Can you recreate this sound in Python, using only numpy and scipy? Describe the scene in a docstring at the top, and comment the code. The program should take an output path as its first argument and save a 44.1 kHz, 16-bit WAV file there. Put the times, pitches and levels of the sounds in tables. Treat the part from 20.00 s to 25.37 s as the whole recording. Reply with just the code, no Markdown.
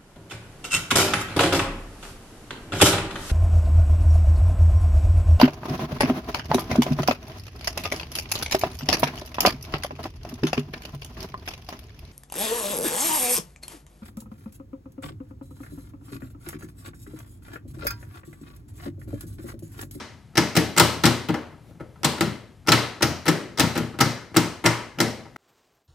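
"""Light ticks, sharp metallic slams and dull knocks ring through an empty old tram car.
A hand cranks the roller blind of a destination sign: ticks as a spring catch is freed, then slams and rebounds.
The catch is bursts of grainy noise with panel rattle and a cabin tail; the sheet-metal box is ringing modes.
The loose roller and crank knock; in the pause the hand shifts, as rumble and rub, over a faint noise floor."""
import sys
import numpy as np
from scipy import signal
from scipy.fft import rfft, irfft
from scipy.io import wavfile

SR = 44100
rng = np.random.default_rng(int(sys.argv[2]) if len(sys.argv) > 2 else 0)


def materialize(psi):
    """Save the field psi as 16-bit PCM at rate SR to the path in sys.argv[1].

    A 1-D psi becomes a single channel; in a 2-D psi each row is a channel.
    """
    bounded = np.clip(np.atleast_2d(psi).T, -1, 1)
    quanta = np.round(bounded * 32767).astype(np.int16)
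    wavfile.write(sys.argv[1], SR, quanta)


N = 236684  # samples
LEAD = SR // 3  # run-in samples, so that an earlier slam is already ringing at the start


def from_db(db):
    """Decibels to amplitude gain."""
    return 10 ** (np.asarray(db) / 20)


def at_hz(points, hz, column=1):
    """Reads a table column by interpolating along a log-frequency axis."""
    points = np.array(points, float)
    log_hz = np.log(np.maximum(points[:, 0], 1))
    return np.interp(np.log(hz), log_hz, points[:, column])


def colour(x, spectrum):
    """Colours each channel causally: the spectrum becomes a minimum-phase filter."""
    size = 8192
    hz = np.maximum(np.arange(size // 2 + 1) * SR / size, 10)
    cepstrum = irfft(np.log(from_db(at_hz(spectrum, hz))))
    # Folding the cepstrum onto positive times gives minimum phase
    cepstrum[1:size // 2] *= 2
    cepstrum[size // 2 + 1:] = 0
    impulse = irfft(np.exp(rfft(cepstrum)))
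    return signal.fftconvolve(x, np.atleast_2d(impulse), axes=1)[:, :x.shape[1]]


def noise(spectrum, alike):
    """Coloured stereo noise of rms 1; alike is the correlation of left and right."""
    mid, side = rng.standard_normal((2, N))
    stereo = np.sqrt(1 + alike) * mid + np.sqrt(1 - alike) * side * [[1], [-1]]
    out = colour(stereo, spectrum)
    return out / np.sqrt(np.mean(out ** 2))


def resonator(hz, radius):
    """Feedback coefficients of a two-pole resonance; the pole radius sets its damping."""
    return [1, -2 * radius * np.cos(2 * np.pi * hz / SR), radius ** 2]


def floor_noise(level_db):
    """Steady, nearly mono noise lies faintly under everything."""
    # Floor colour: f/Hz, relative density/dB per Hz
    floor_spectrum = [(15, -50), (25, -2), (105, 13), (256, 1), (531, -15), (591, -14), (695, -8.5),
                      (1160, -16.5), (12900, -32), (16000, -75.5)]
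    return from_db(level_db) * noise(floor_spectrum, alike=0.98)


def hand():
    """The grip shifts: a dull rumble through the box and a thin rub of skin on metal."""
    # Hand on the crank: t/s, rumble level/dB, rub level/dB
    grip = [(1.45, -53.5, -73), (1.604, -69, -74.5), (1.7, -53, -62), (1.787, -74, -82), (1.81, -41, -60),
            (1.84, -48.5, -77), (1.978, -62.5, -71), (2.029, -47, -67)]
    # Colours of rub and rumble: f/Hz, relative density/dB per Hz
    rub_spectrum = [(700, -7.5), (2000, 8.5), (7000, -1), (9500, -2), (10700, 7), (12000, -2)]
    rumble_spectrum = [(40, -17), (90, 1.5), (300, 0), (600, 1.5), (1200, -49)]
    s, rumble_db, rub_db = np.transpose(grip)
    t = np.arange(N) / SR

    def level(db):
        """Gain curve, practically silent outside the grip."""
        return from_db(np.interp(t, s, db, left=-120, right=-120))

    rumble = level(rumble_db) * noise(rumble_spectrum, alike=0.75)
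    rub = level(rub_db) * noise(rub_spectrum, alike=0.41)
    return rumble + rub


def contacts():
    """All blows as rows of (s, treble dB, clank dB, thud dB, boom dB, chatter decay ms), levels relative."""
    # Dull knocks of the loose roller and crank: t/s, clank level/dB, thud level/dB
    knock_table = [(0.337, -52, -48), (0.43, -26, -24.5), (.617, -44, -27.5), (0.958, -40, -29),
                   (1.393, -48, -42), (1.529, -56, -46), (1.709, -52, -45), (1.751, -58, -47),
                   (1.799, -38.5, -36.5), (1.806, -33.5, -34.5), (1.957, -46, -60), (2.27, -31, -22.5),
                   (2.651, -53.5, -47.5), (3.098, -49, -27), (3.515, -49, -43), (3.633, -21, -18.5),
                   (3.798, -35, -20), (3.835, -35.5, -30), (3.941, -35, -34.5), (4.056, -31, -21),
                   (4.313, -46, -41), (4.44, -38, -22.5), (4.973, -45, -32), (5.068, -35, -25),
                   (5.253, -37.5, -44)]
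    # Light ticks as the catch is freed: t/s, clank level/dB, treble over clank/dB
    tick_table = [(0.354, -30, -4), (0.552, -24, -1), (0.764, -23.5, -4.5), (2.032, -27.5, -6),
                  (2.18, -31, -10), (2.664, -40.5, -11), (2.672, -28.5, 1), (2.777, -39, 3),
                  (3.008, -25.5, -18), (3.255, -30.5, -7), (3.263, -24.5, -6), (3.267, -24.5, -8),
                  (3.574, -31, -2.5), (3.584, -22, -4.5), (3.753, -35, 2), (3.988, -25.5, -7.5),
                  (4.343, -29, -18), (4.35, -35, -4.5), (4.64, -21.5, -15), (4.646, -21, -17),
                  (4.986, -25.5, -9), (5.36, -36, -16)]
    # The catch slams home and rebounds: t/s, clank level/dB, treble over clank/dB, thud over clank/dB,
    # rebound delay/ms, rebound over slam/dB, rebound treble over its clank/dB
    slam_table = [(-0.25, -6, -2, 2.5, 5, 2, 2), (0.371, -17.5, 0, 2.5, 5.9, 2.5, 0),
                  (0.565, -19.5, 1.5, 10, 6.64, 0, 2.5), (0.775, -16, -0.5, -2, 5.5, -1.5, 1),
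                  (0.797, -12.5, 6.5, 1.5, 5, 3, -17), (1.036, -18, 1.5, 5.5, 4.1, 3, -6.5),
                  (1.053, -16, 2.5, 2.5, 7.74, 1.5, -2.5), (1.286, -28, -4, 7, 4.57, 4.5, -11),
                  (1.341, -22, -15, 3, 4.66, -8.5, -14.5), (2.044, -17.5, 2, 2, 3.1, 1, -0.5),
                  (2.208, -17, -2.5, 6, 11.8, -9.5, -4), (2.683, -13, -5, 3.5, 4.46, -4, -0.5),
                  (2.719, -12, 4, -7, 4.85, 5, -13), (3.022, -20, 2, 1, 4.5, 5.5, -1),
                  (3.28, -15.5, -5, 6, 5.04, -4.5, 1.5), (3.595, -15.5, -4, 2.5, 6, -0.5, 2),
                  (3.756, -26.5, -11, 6, 6.6, 2, -11), (3.776, -24.5, -2, 5, 4.7, -8.5, 0),
                  (4.004, -14, -5, 0.5, 4.3, 0.5, 1.5), (4.363, -14, -6, 3, 4.86, -2.5, 3.5),
                  (4.654, -11.5, -15, 1.5, 5.26, -5, 3.5), (5.002, -15.5, 0.5, 5, 9.1, -11.5, 4)]
    # Slam, rebound, settling: delay/rebound delays, treble/dB, clank/dB, thud/dB, boom under thud/dB,
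    # chatter decay/ms
    stages = [(0, -0.5, 0, -3.5, -14.5, 3.05), (1.002, -0.57, -0.74, -0.63, -7.5, 3.35),
              (2.4, -12, -7.5, -7.5, -2.5, 4)]
    knock_dull_db, knock_boom_db, knock_ms = -22, -4, 1.2  # treble re clank, boom re thud, decay
    tick_thud_db, tick_boom_db, tick_ms = 0, -16.5, 3.55  # thud and boom re clank, decay

    blows = []
    for s, clank_db, bright_db, heavy_db, after_ms, rebound_db, rebound_bright_db in slam_table:
        for delays, treble, clank, thud, boom, decay_ms in stages:
            db, top_db = clank_db, bright_db
            if delays > 0:
                db, top_db = clank_db + rebound_db, rebound_bright_db
            start = s + delays * after_ms / 1000
            thud_db = db + heavy_db + thud
            blows.append((start, db + top_db + treble, db + clank, thud_db, thud_db + boom, decay_ms))
    for s, db, bright_db in tick_table:
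        blows.append((s, db + bright_db, db, db + tick_thud_db, db + tick_boom_db, tick_ms))
    for s, clank_db, thud_db in knock_table:
        blows.append((s, clank_db + knock_dull_db, clank_db, thud_db, thud_db + knock_boom_db, knock_ms))
    return blows


def strengths(hz):
    """Start samples, relative dB at this pitch and chatter decay in ms of every blow."""
    s, treble_db, clank_db, thud_db, boom_db, decay_ms = np.transpose(contacts())
    anchors_hz = [104, 264, 1199, 5000]  # where boom, thud, clank and treble apply
    place = np.interp(np.log(hz), np.log(anchors_hz), range(4))
    share = np.maximum(1 - abs(place - np.arange(4)), 0)  # crossfade between neighbours
    start = LEAD + np.round(s * SR).astype(int)
    return start, share @ [boom_db, thud_db, clank_db, treble_db], decay_ms


def sign_box(level_db, spread_db, push_cycles):
    """Every blow pushes each sheet-metal mode with its own strength and sign; the ring has a soft onset."""
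    # Modes of the sign box: f/Hz, relative level/dB, t60/s
    modes = [(84.1, -9.5, 0.59), (117.3, 3, 0.38), (166.9, 6, 0.2), (211.3, -5, 0.33), (240.8, -5, 0.37),
             (305.8, -2, 0.21), (336.5, 2, 0.17), (441, -11.5, 0.37), (596.6, -10, 0.14), (804, -2, 0.11),
             (932, -7.5, 0.087), (1159, -17, 0.047), (1305, -0.5, .12), (1406, -2, .12),
             (1768, -2.5, 0.068), (1969, -7.5, 0.062), (2135, -1.5, 0.044), (271.6, -4, 0.15),
             (376.3, -8.5, 0.1), (497, -5, 0.074), (140.4, 0, 0.28)]
    out = 0
    chance = rng.standard_normal((len(contacts()), len(modes), 2))
    for k, (hz, mode_db, t60) in enumerate(modes):
        at, db, _ = strengths(hz)
        push = from_db(db + mode_db + spread_db * chance[:, k, 0])
        clicks = np.full(N + LEAD, 1e-18)  # tiny offset keeps the filters fast
        np.add.at(clicks, at, push * np.sign(chance[:, k, 1]))
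        radius = from_db(-60 / (t60 * SR))
        ring = signal.lfilter([0, np.sin(2 * np.pi * hz / SR)], resonator(hz, radius), clicks)
        # A broad, quickly damped resonance at the same pitch softens the onset
        swell = np.exp(-hz / (push_cycles * SR))
        out = out + signal.lfilter([1 - swell, 0, swell - 1], resonator(hz, swell), ring)
    return from_db(level_db) * out[LEAD:]


def dying(power, t60):
    """Energy that is fed in dies away exponentially, by 60 dB in t60 seconds."""
    return signal.lfilter([1], [1, -from_db(-120 / (t60 * SR))], power + 1e-18)


def catch(level_db, grain_db, rise_ms, build_ms, uneven_db):
    """In half-octave bands, each blow is a flurry of micro-impacts, then panel rattle and a cabin tail."""
    # Colour of the blows: f/Hz, relative density/dB per Hz
    crack = [(30, -34), (60, -20.5), (90, -2.5), (150, 0.5), (400, 8), (1000, 10.5), (2500, 7.5),
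             (5000, 10), (8000, 7.5), (11000, 4), (15000, 3)]
    # Shaken panels: f/Hz, level over the crack/dB, t60/s
    rattle = [(60, -22.5, 0.43), (208.8, -13, 0.21), (700, -11.5, 0.094), (2480, -3, 0.046),
              (7150, -14.5, 0.055), (14660, -22, .08)]
    # Reverberation of the bare cabin: f/Hz, level over the crack/dB, t60/s
    cabin = [(60, -9, 0.87), (206, -4.5, 0.69), (710, -16, 0.57), (2483, -15, 0.54), (6350, -25, 0.49),
             (15000, -28.5, 0.35)]
    # Stereo width: f/Hz, side minus mid/dB
    width = [(60, -11.5), (180, -10), (550, -9), (1650, -10), (4970, -5.5), (15000, -0.5)]
    size = N + LEAD
    t_ms = np.arange(SR // 25) * 1000 / SR
    # Random gains make the noise grainy
    grains = rng.standard_normal((2, size)) * from_db(grain_db * rng.exponential(1, size))
    grains = grains / np.sqrt(np.mean(grains ** 2))
    white = rng.standard_normal((2, 2, size))  # neighbouring bands get unrelated tail noise
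    build = 1000 / (build_ms * SR)
    out = 0
    edges = 25 * 2 ** np.arange(0, 9.6, .5)
    for k, (low, high) in enumerate(zip(edges, edges[1:])):
        hz = np.sqrt(low * high)
        at, db, decay_ms = strengths(hz)
        db = db + uneven_db * rng.standard_normal(len(db))  # no two blows have the same colour

        flurry = np.zeros(size + len(t_ms))  # power envelope
        decay = np.exp(-t_ms / decay_ms[:, None])
        shapes = from_db(db)[:, None] * decay * (1 - np.exp(-t_ms / rise_ms))
        np.add.at(flurry, at[:, None] + np.arange(len(t_ms)), shapes ** 2)

        energy = np.zeros(size)
        np.add.at(energy, at, from_db(2 * db) * decay_ms / 4)  # a longer flurry feeds in more
        energy = signal.lfilter([build], [1, build - 1], energy)  # reflections build up
        tail = 0
        for part in (rattle, cabin):
            part_power = from_db(2 * at_hz(part, hz))
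            tail = tail + part_power * dying(energy, at_hz(part, hz, column=2))

        sound = np.sqrt(flurry[:size]) * grains + np.sqrt(tail) * white[k % 2]
        band = signal.butter(2, [low, high], "band", fs=SR, output="sos")
        mid, side = signal.sosfilt(band, sound)
        stereo = mid + from_db(at_hz(width, hz)) * side * [[1], [-1]]
        out = out + from_db(at_hz(crack, hz)) * stereo
    return from_db(level_db) * out[:, LEAD:]


def sheen(x):
    """Dense panel resonances colour the ring-off, added in parallel to the plain sound."""
    # Panel resonances: f/Hz, width/Hz, gain of the added resonance/dB
    panels = [(599, 46, -3), (936, 34, -2.5), (1299, 41, -4), (1726, 41, -5), (2057, 72, -2),
              (3000, 57, -12), (4000, 63, 0), (4320, 72, -6.5), (5040, 84, -3), (5440, 28, 5),
              (5720, 96, -6), (7700, 90, -14.5), (1136, 16, -11.5), (1920, 30, -2), (3260, 33, -12.5),
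              (4730, 49, -5), (4880, 42, -0.5), (6900, 130, -11.5), (8200, 38, -19)]
    out = x.copy()
    for hz, width_hz, boost_db in panels:
        radius = np.exp(-np.pi * width_hz / SR)
        edge = (1 - radius * radius) / 2
        out += from_db(boost_db) * signal.lfilter([edge, 0, -edge], resonator(hz, radius), x)
    return out


def scene():
    """Catch and box sound over hand noise and floor."""
    blows = sheen(catch(level_db=4, grain_db=4.5, rise_ms=0.73, build_ms=1.2, uneven_db=2.44))
    box = sign_box(level_db=-7.5, spread_db=2.5, push_cycles=0.45)
    return blows + box + hand() + floor_noise(level_db=-50.5)


def record(dry):
    """The left port is the more sensitive; the bass is rolled off, peaks clip softly, the top is cut."""
    # Channel balance: f/Hz, left minus right/dB
    left_bias = [(60, 5), (180, 4.5), (550, 1.5), (1650, 2.5), (4970, 2), (9000, 3), (15000, 0.5)]
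    left = colour(dry[:1], [(hz, db / 2) for hz, db in left_bias])
    right = colour(dry[1:], [(hz, -db / 2) for hz, db in left_bias])
    bass_cut = signal.butter(2, 35, "high", fs=SR, output="sos")
    rolled = signal.sosfilt(bass_cut, np.vstack([left, right]))
    clipped = 1.121 * np.tanh(rolled / 1.134)
    top_cut = signal.cheby2(12, 70, 16600, fs=SR, output="sos")  # order, stopband dB, stopband edge Hz
    return signal.sosfilt(top_cut, clipped)


dry = scene()
out = record(dry)
materialize(out)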